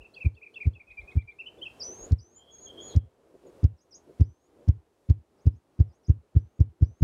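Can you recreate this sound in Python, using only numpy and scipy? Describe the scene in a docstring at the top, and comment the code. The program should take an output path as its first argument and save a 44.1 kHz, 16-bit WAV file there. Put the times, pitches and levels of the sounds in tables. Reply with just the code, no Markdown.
"""Grouse drumming on a log

Close to the microphone a grouse beats its wings sixteen times, uneven at first, then ever faster.
Each beat is a filtered pulse of air with a brush of feather noise, a knock from the log and faint trunk echoes.
Songbirds warble and whistle as bending tones, smeared by the wood, over filtered noise for wind and leaves.
The recorder's gain control ducks at the thumps and lets the forest swell back in the gaps."""
import sys
import numpy as np
from scipy import signal
from scipy.fft import rfft, irfft
from scipy.io import wavfile
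from scipy.ndimage import uniform_filter1d, minimum_filter1d

SR = 44100
rng = np.random.default_rng(int(sys.argv[2]) if len(sys.argv) > 2 else 0)


def generate_wav(signal):
    """Clip the signal to [-1, 1] and save it as 16-bit WAV at the path in sys.argv[1]."""
    frames = np.transpose(np.atleast_2d(signal))
    scaled = np.clip(frames, -1, 1) * 32767
    pcm = np.round(scaled).astype(np.int16)
    wavfile.write(sys.argv[1], SR, pcm)


N = 310102
T = np.arange(N) / SR  # time in seconds

# All levels in the tables are relative: the mix and the recorder set the final ones.

# Colour of the wind in the far treetops. Each row: frequency in Hz, level in dB.
WIND_COLOUR = [(25, 1.5), (60, 7), (150, -5.5), (260, -5), (400, 0), (520, -3), (700, -7), (1000, -12.5),
               (2000, -24.5), (4000, -31.5), (15000, -58.5)]
# The breeze swells once. Each row: time in seconds, level in dB.
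BREEZE_LEVEL = [(0, -52), (1.4, -50.5), (1.998, -49.5), (3.8, -51), (7, -51.5)]

# Soft puffs of air as the wings settle. Each row: centre in seconds, width in seconds, level in dB.
WING_PUFFS = [(.01, 0.013, -26.5), (.91, .015, -31.5), (1.019, 0.021, -24), (1.263, 0.015, -28),
              (2.03, 0.021, -38)]
# Soft whooshes of air between the strokes. Each row: centre in seconds, width in seconds, level in dB.
AIR_WHOOSHES = [(.58, 0.039, -53), (1.6, 0.028, -45), (1.9, 0.023, -46), (2.06, 0.034, -50),
                (2.63, 0.037, -54), (2.78, 0.075, -48), (3.35, 0.01, -41), (3.47, 0.023, -40),
                (3.97, 0.018, -48), (4.1, 0.018, -39), (4.6, 0.033, -43)]

# Whistles of a bird deep in the wood.
# Each row: start in seconds, length in seconds, start, middle and end pitch in Hz, level in dB.
FAR_WHISTLES = [(2.35, 0.11, 3130, 3220, 3230, -49.5), (2.465, 0.036, 3156, 3317, 3350, -42.5),
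                (2.575, 0.084, 4720, 4170, 3740, -65.5), (2.655, 0.042, 3400, 3270, 3160, -39),
                (2.772, 0.027, 3149, 3250, 3470, -36), (2.84, 0.21, 3310, 3270, 3170, -53.5),
                (2.868, 0.074, 4510, 3917, 3270, -53)]
# Thin high whistles.
# Each row: start in seconds, length in seconds, start, middle and end pitch in Hz, level in dB.
THIN_WHISTLES = [(2.355, 0.037, 7050, 7030, 7080, -34.5), (2.503, 0.12, 6700, 6550, 6490, -39.5),
                 (2.6, .095, 6870, 6620, 6500, -37.5), (2.795, .14, 6450, 6820, 6380, -41),
                 (3.462, 0.026, 7140, 6760, 6320, -55)]
# Long rising calls. Each row: time of the pitch dip in seconds, relative duration, level in dB.
RISING_CALLS = [(1.82, 0.96, -37.5), (2.197, 0.69, -42), (4.24, 0.95, -55.5), (6.385, 0.83, -60.5),
                (6.845, 0.77, -52)]
# Short chips. Each row: time of the pitch dip in seconds, relative duration, level in dB.
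SHORT_CHIPS = [(3.8, 0.88, -48), (3.937, 0.81, -30.5), (5.4, 0.86, -58), (5.545, 1.04, -57),
               (5.915, 1.7, -55), (6.06, 0.79, -44)]
# Contour of a rising call, before stretching. Each row: seconds from the dip, pitch in Hz, level in dB.
RISING_CONTOUR = [(-.026, 5680, -20), (-.015, 5300, 3.5), (0, 4627, 7.5), (0.019, 5945, 3),
                  (.085, 6030, -2), (0.158, 6420, -9.5), (0.224, 6650, -2.5), (.24, 6940, -2.5),
                  (0.258, 7300, -41.5)]
# Contour of a chip, before stretching. Each row: seconds from the dip, pitch in Hz, level in dB.
CHIP_CONTOUR = [(-.034, 5900, -15.5), (-.02, 5560, -9), (-.008, 4950, -2), (0, 4830, -7.5),
                (0.009, 5530, -2), (.024, 6700, -0.5), (.034, 6460, -7), (0.041, 6220, -24.5)]

# The warbler's arched notes. Each row: start in seconds, length in seconds, top pitch in Hz, level in dB.
ARCHED_NOTES = [(0, 0.044, 2755, -38), (0.041, 0.031, 2710, -35), (0.201, 0.04, 2644, -26),
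                (0.247, 0.029, 2460, -24), (0.413, 0.042, 2510, -28), (0.461, 0.018, 2457, -27),
                (0.601, .037, 2445, -22), (0.643, .02, 2414, -33.5), (0.796, 0.028, 2435, -29),
                (.899, 0.032, 2550, -30), (1.385, 0.042, 2760, -21.5), (1.457, 0.032, 3043, -25.5),
                (1.58, .026, 3523, -51.5), (1.613, .037, 3230, -25.5), (1.653, 0.03, 2753, -27)]
ARCH_START, ARCH_END = .85, .82  # pitch at either end, as a share of the top
# Swoops early in the warble. Each row: start in seconds, level in dB, level of the high flick against it in dB.
SWOOP_TIMES = [(0.141, -32, -6.5), (0.345, -38, -13), (.537, -25.5, -27.5), (0.73, -32.5, -24.5)]
# The high flick over a swoop. Each row: start in seconds from the swoop's start, length in seconds,
# start, middle and end pitch in Hz, level in dB.
HIGH_FLICK = [(-.003, .016, 3920, 4380, 4830, 0)]
# The rise and then the fall of a swoop. 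Each row: start in seconds from the swoop's start, length in seconds,
# start, middle and end pitch in Hz, level in dB.
SWOOP_NOTES = [(.002, .018, 2824, 3340, 3440, -10.5), (.018, .032, 2724, 2622, 2440, 1)]
# Couplets mid-song. Each row: time of the flick in seconds, pitch of the held note in Hz, its level in dB.
COUPLET_TIMES = [(0.916, 2524, -38.5), (1.018, 2400, -23.5), (1.121, 2485, -33), (1.223, 2365, -27.5),
                 (1.322, 2376, -25)]
# The held note comes first: lead and length in seconds; its pitch rises by this share in each half.
HELD_LEAD_S, HELD_S, HELD_RISE = .049, .037, .012
# The two-voiced flick that ends a couplet. Each row: start in seconds from the flick time, length in seconds,
# start, middle and end pitch in Hz, level in dB.
TWO_VOICED_FLICK = [(-.018, 0.025, 3080, 3556, 4545, -52.5), (-.007, 0.017, 2080, 2190, 2000, -40.5)]

# Wingbeats. Each row: time in seconds, strength in dB, feather brush against it in dB, brush pitch in Hz.
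WINGBEATS = [(0.2676, 12.5, -6.5, 4430), (0.676, 13.5, -4, 3400), (1.175, 12.5, -12, 3600),
             (2.1295, 17.5, 6.5, 4400), (2.9722, 19.5, 9, 5140), (3.6502, 21, 2.5, 5350),
             (4.2169, 21.5, 0, 2660), (4.6956, 21, 1.5, 5430), (5.1083, 21, 5, 4577),
             (5.475, 20.5, -0.5, 5100), (5.8095, 21.5, -2.5, 5005), (6.1028, 21, -1, 6270),
             (6.370, 21, -8, 2500), (6.612, 21, 1.5, 5810), (6.8298, 20.5, -1.5, 5460),
             (7.0284, 20, -3, 4320)]
# Pressure lobes of one stroke, wings opening, sweeping forward and snapping back, before each beat reshapes them.
# Each row: seconds from the snap, width in seconds, signed pressure.
PRESSURE_LOBES = [(-.0161, .00107, -.136), (-.00487, .00143, -1), (0, .00142, .93)]
# Echoes from trunks and ground. Each row: delay in seconds, gain.
TRUNK_ECHOES = [(0.029, 0.035), (0.0377, 0.037), (.0481, .019), (.0577, .025), (.0667, .02), (.0762, .019),
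                (.0904, .007), (.1027, .005)]
# As the roll quickens, strokes lengthen and their lobes sharpen (share per beat a second).
SOFTNESS, LONGER_PER_HZ, SHARPER_PER_HZ = 1.09, .022, .06
# Strokes weaker than full strength last longer (share per dB).
FULL_DB, SLOWER_PER_DB = 21, .012

TOP_HZ = 15700  # the recorder's top cut


def undb(db):
    """Decibels to gain."""
    return 10 ** (np.asarray(db) / 20)


def noise(colour):
    """Noise of rms 1, coloured by (Hz, dB) points joined along a logarithmic frequency axis."""
    hz, db = np.transpose(colour)
    bins_hz = np.maximum(np.arange(N // 2 + 1) * SR / N, 1)
    gain = undb(np.interp(np.log(bins_hz), np.log(hz), db))
    coloured = irfft(rfft(rng.standard_normal(N)) * gain, N)
    return coloured / coloured.std()


def walk(rate_hz):
    """Smooth random wander with a spread of 1, from one random step per period."""
    step = int(SR / rate_hz)
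    stairs = np.repeat(rng.standard_normal(N // step + 1), step)
    smooth = uniform_filter1d(uniform_filter1d(stairs, step), step)[:N]
    return smooth / smooth.std()


def two_pole(x, hz, q, highpass=False):
    """Second-order resonance: a band-pass with unity gain at its peak, or a high-pass."""
    w = 2 * np.pi * hz
    numerator = [1, 0, 0] if highpass else [w / q, 0]
    b, a = signal.bilinear(numerator, [1, w / q, w * w], SR)
    return signal.lfilter(b, a, x + 1e-18)


def bell(t, width):
    """Gaussian swell around t = 0."""
    return np.exp(-.5 * (t / width) ** 2)


def woods(x, t60, wet_db):
    """Direct sound plus the scatter from many trunks: a noise tail that falls 60 dB in t60 seconds."""
    t = T[:SR]
    decay = np.exp(-np.log(1000) * t / t60)
    tail = rng.standard_normal(SR) * decay * (t > .006)
    tail = tail / np.linalg.norm(tail)
    return x + undb(wet_db) * signal.fftconvolve(x, tail)[:N]


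def forest():
    """Wind that swells in small gusts, band by band, under a fine even hiss of leaves."""
    s, db = np.transpose(BREEZE_LEVEL)
    wind = noise(WIND_COLOUR)
    gusts = sum(walk(14) * two_pole(wind, hz, q=5.3) for hz in (330, 420, 540))
    breeze = undb(np.interp(T, s, db) + 1.4 * walk(8.5))
    leaves = noise([(200, -9.5), (1500, .5), (4000, -.5), (9000, -2), (12000, -6.5), (15000, -13)])
    return (wind + .5 * gusts) * breeze + undb(-68) * leaves


def swells(table):
    """Level curve of separate bell-shaped swells of air."""
    return sum(undb(db) * bell(T - s, width) for s, width, db in table)


def stirred_air():
    """Deep puffs and soft whooshes between the strokes: turbulence heard as swelling coloured noise."""
    deep = noise([(20, 3), (55, 10.5), (100, -12), (200, -38.5), (600, -68), (5000, -100)])
    soft = noise([(100, -10.5), (250, -4.5), (380, 4), (550, -1.5), (900, -26.5), (5000, -54)])
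    return swells(WING_PUFFS) * deep + swells(AIR_WHOOSHES) * soft


def whistle(t, hz, db, overtone_db, waver):
    """A nearly pure tone along a pitch and level contour, with a faint octave."""
    knots = t[::150]  # the pitch wavers randomly between these times
    wander = np.interp(t, knots, rng.standard_normal(len(knots)))
    phase = 2 * np.pi * np.cumsum(hz * (1 + waver * wander)) / SR
    tone = np.sin(phase) + undb(overtone_db) * np.sin(2 * phase)
    return np.sqrt(2) * undb(db) * tone


def notes(table, overtone_db, waver):
    """Each note bends through three pitches while it swells and fades."""
    out = np.zeros(N)
    for s, length, start, middle, end, db in table:
        i = np.arange(max(int(s * SR), 0), int((s + length) * SR))
        u = np.linspace(0, 1, len(i))  # progress through the note
        bend = np.polyfit([0, .5, 1], [start, middle, end], 2)
        swell = np.abs(np.sin(np.pi * u)) ** 1.11
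        out[i] += whistle(T[i], np.polyval(bend, u), db, overtone_db, waver) * swell
    return out


def calls(table, contour, waver):
    """One contour of pitch and level sung again and again, quicker or slower."""
    out = np.zeros(N)
    at, hz, contour_db = np.transpose(contour)
    for s, stretch, db in table:
        times = s + stretch * at
        i = np.arange(int(times[0] * SR), min(int(times[-1] * SR), N))
        pitch = np.interp(T[i], times, hz)
        level_db = db + np.interp(T[i], times, contour_db)
        out[i] += whistle(T[i], pitch, level_db, overtone_db=-59.5, waver=waver)
    return out


def place(motif, s, db):
    """Set a motif's notes at a time and level in the song."""
    return [(s + at, *bend, db + note_db) for at, *bend, note_db in motif]


def warble():
    """A song of bending tones in three kinds of syllable: arches, swoops and couplets."""
    song = [(s, length, ARCH_START * hz, hz, ARCH_END * hz, db) for s, length, hz, db in ARCHED_NOTES]
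    for s, db, flick_db in SWOOP_TIMES:
        song += place(SWOOP_NOTES, s, db)
        song += place(HIGH_FLICK, s, db + flick_db)
    for s, hz, db in COUPLET_TIMES:
        song.append((s - HELD_LEAD_S, HELD_S, hz * (1 - HELD_RISE), hz, hz * (1 + HELD_RISE), db))
        song += place(TWO_VOICED_FLICK, s, 0)
    return notes(song, overtone_db=-40.5, waver=.021)


def songbirds():
    """Far whistles, smeared most by the wood, high calls, and a warble that lingers among the trees."""
    far = woods(notes(FAR_WHISTLES, overtone_db=-36, waver=.026), t60=.32, wet_db=4)
    high = calls(RISING_CALLS, RISING_CONTOUR, waver=.011)
    high += calls(SHORT_CHIPS, CHIP_CONTOUR, waver=.0055)
    high += notes(THIN_WHISTLES, overtone_db=-58.5, waver=.0045)
    high = woods(high, t60=.13, wet_db=-8)
    warbler = woods(woods(warble(), t60=.15, wet_db=-9), t60=1, wet_db=-25.5)
    return undb(-6) * warbler + undb(-6) * high + undb(-8.5) * far


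def grouse():
    """Each stroke shoves the air; it rushes through the wings and the feathers brush at the turn."""
    push, rush, feathers = np.zeros((3, N))
    vanes = noise([(1000, -12.5), (3200, -5.5), (4400, 0), (5400, 5), (7000, -2), (9000, -22), (15000, -33)])
    grain = undb(1.8 * walk(500))
    gaps = np.diff([beat[0] for beat in WINGBEATS])
    rates = 1 / np.r_[gaps[0], gaps]  # beats a second
    for (s, db, brush_db, brush_hz), rate in zip(WINGBEATS, rates):
        stretch = 1 + LONGER_PER_HZ * rate + SLOWER_PER_DB * (FULL_DB - db)
        soft = SOFTNESS - SHARPER_PER_HZ * rate
        near = slice(int((s - .08) * SR), int((s + .08) * SR))
        t = (T[near] - s) / stretch
        # a sharper stroke moves the same air in less time
        lobes = sum(size * bell(t - at, width * soft) for at, width, size in PRESSURE_LOBES)
        push[near] += undb(db) / soft * lobes
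        rush[near] += undb(db) * bell(t - .003, .012)
        # the feathers meet differently each time, so each brush has its own pitch
        zip_tone = undb(14.5) * two_pole(rng.standard_normal(len(t)), brush_hz, q=18)
        brush = undb(db + brush_db) * (bell(t + .0069, .0023) + .24 * bell(t - .004, .0063))
        feathers[near] += brush * grain[near] * (vanes[near] + zip_tone)
    thump = two_pole(push, hz=70.8, q=1.353)
    echoes = sum(gain * np.interp(T - delay, T, thump) for delay, gain in TRUNK_ECHOES)
    # the log under the bird answers with a short hollow knock
    knock = undb(-10.5) * two_pole(push, hz=350, q=4.5) + undb(-13) * two_pole(push, hz=430, q=7.1)
    knock = woods(knock, t60=.18, wet_db=-13.5)
    air = rush * noise([(100, -7.5), (300, 6.5), (450, -1.5), (800, -18), (2000, -25.5),
                        (2800, -26.5), (4000, -34), (12000, -53.5)])
    air = woods(air, t60=.55, wet_db=-9.5)
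    return thump + echoes + knock + undb(-49) * air + undb(-68) * feathers


def scene():
    """The forest, the stirred air and the songbirds behind the close grouse, on one channel."""
    return (forest() + stirred_air() + songbirds() + grouse())[None]


def gain_control(x, threshold_db, ratio, hold_s, release_db_per_s, attack_s, start_db):
    """Turns down fast on loud sound, holds, then creeps back up; begins turned down by start_db."""
    over_db = np.maximum(20 * np.log10(np.abs(x) + 1e-9) - threshold_db, 0)
    cut_db = over_db * (1 - 1 / ratio)
    cut_db[0] = start_db
    # hold each peak of the cut
    half = int(hold_s * SR / 2)
    cut_db = -minimum_filter1d(-cut_db, 2 * half + 1, origin=half)
    # release along a straight line in dB
    ramp_db = release_db_per_s * T
    cut_db = np.maximum.accumulate(cut_db + ramp_db) - ramp_db
    # the attack smooths every change
    k = np.exp(-1 / (attack_s * SR))
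    smooth_db = start_db + signal.lfilter([1 - k], [1, -k], cut_db - start_db)
    return x * undb(-smooth_db)


def record(dry):
    """Gain control, a faint steady hiss, the wind filter's bass cut and the top cut."""
    y = gain_control(dry[0], threshold_db=-24.5, ratio=1.857, hold_s=.057,
                     release_db_per_s=25.5, attack_s=.00081, start_db=11.5)
    hiss = noise([(100, 2), (900, 3), (2000, -8.5), (5000, -16.5), (10000, -19), (15000, -25.5)])
    y = two_pole(y + undb(-80) * hiss, hz=81.6, q=.53, highpass=True)
    top_cut = signal.ellip(8, .2, 70, TOP_HZ, fs=SR, output="sos")
    return signal.sosfilt(top_cut, y)[None]


dry = scene()
out = record(dry)
generate_wav(out)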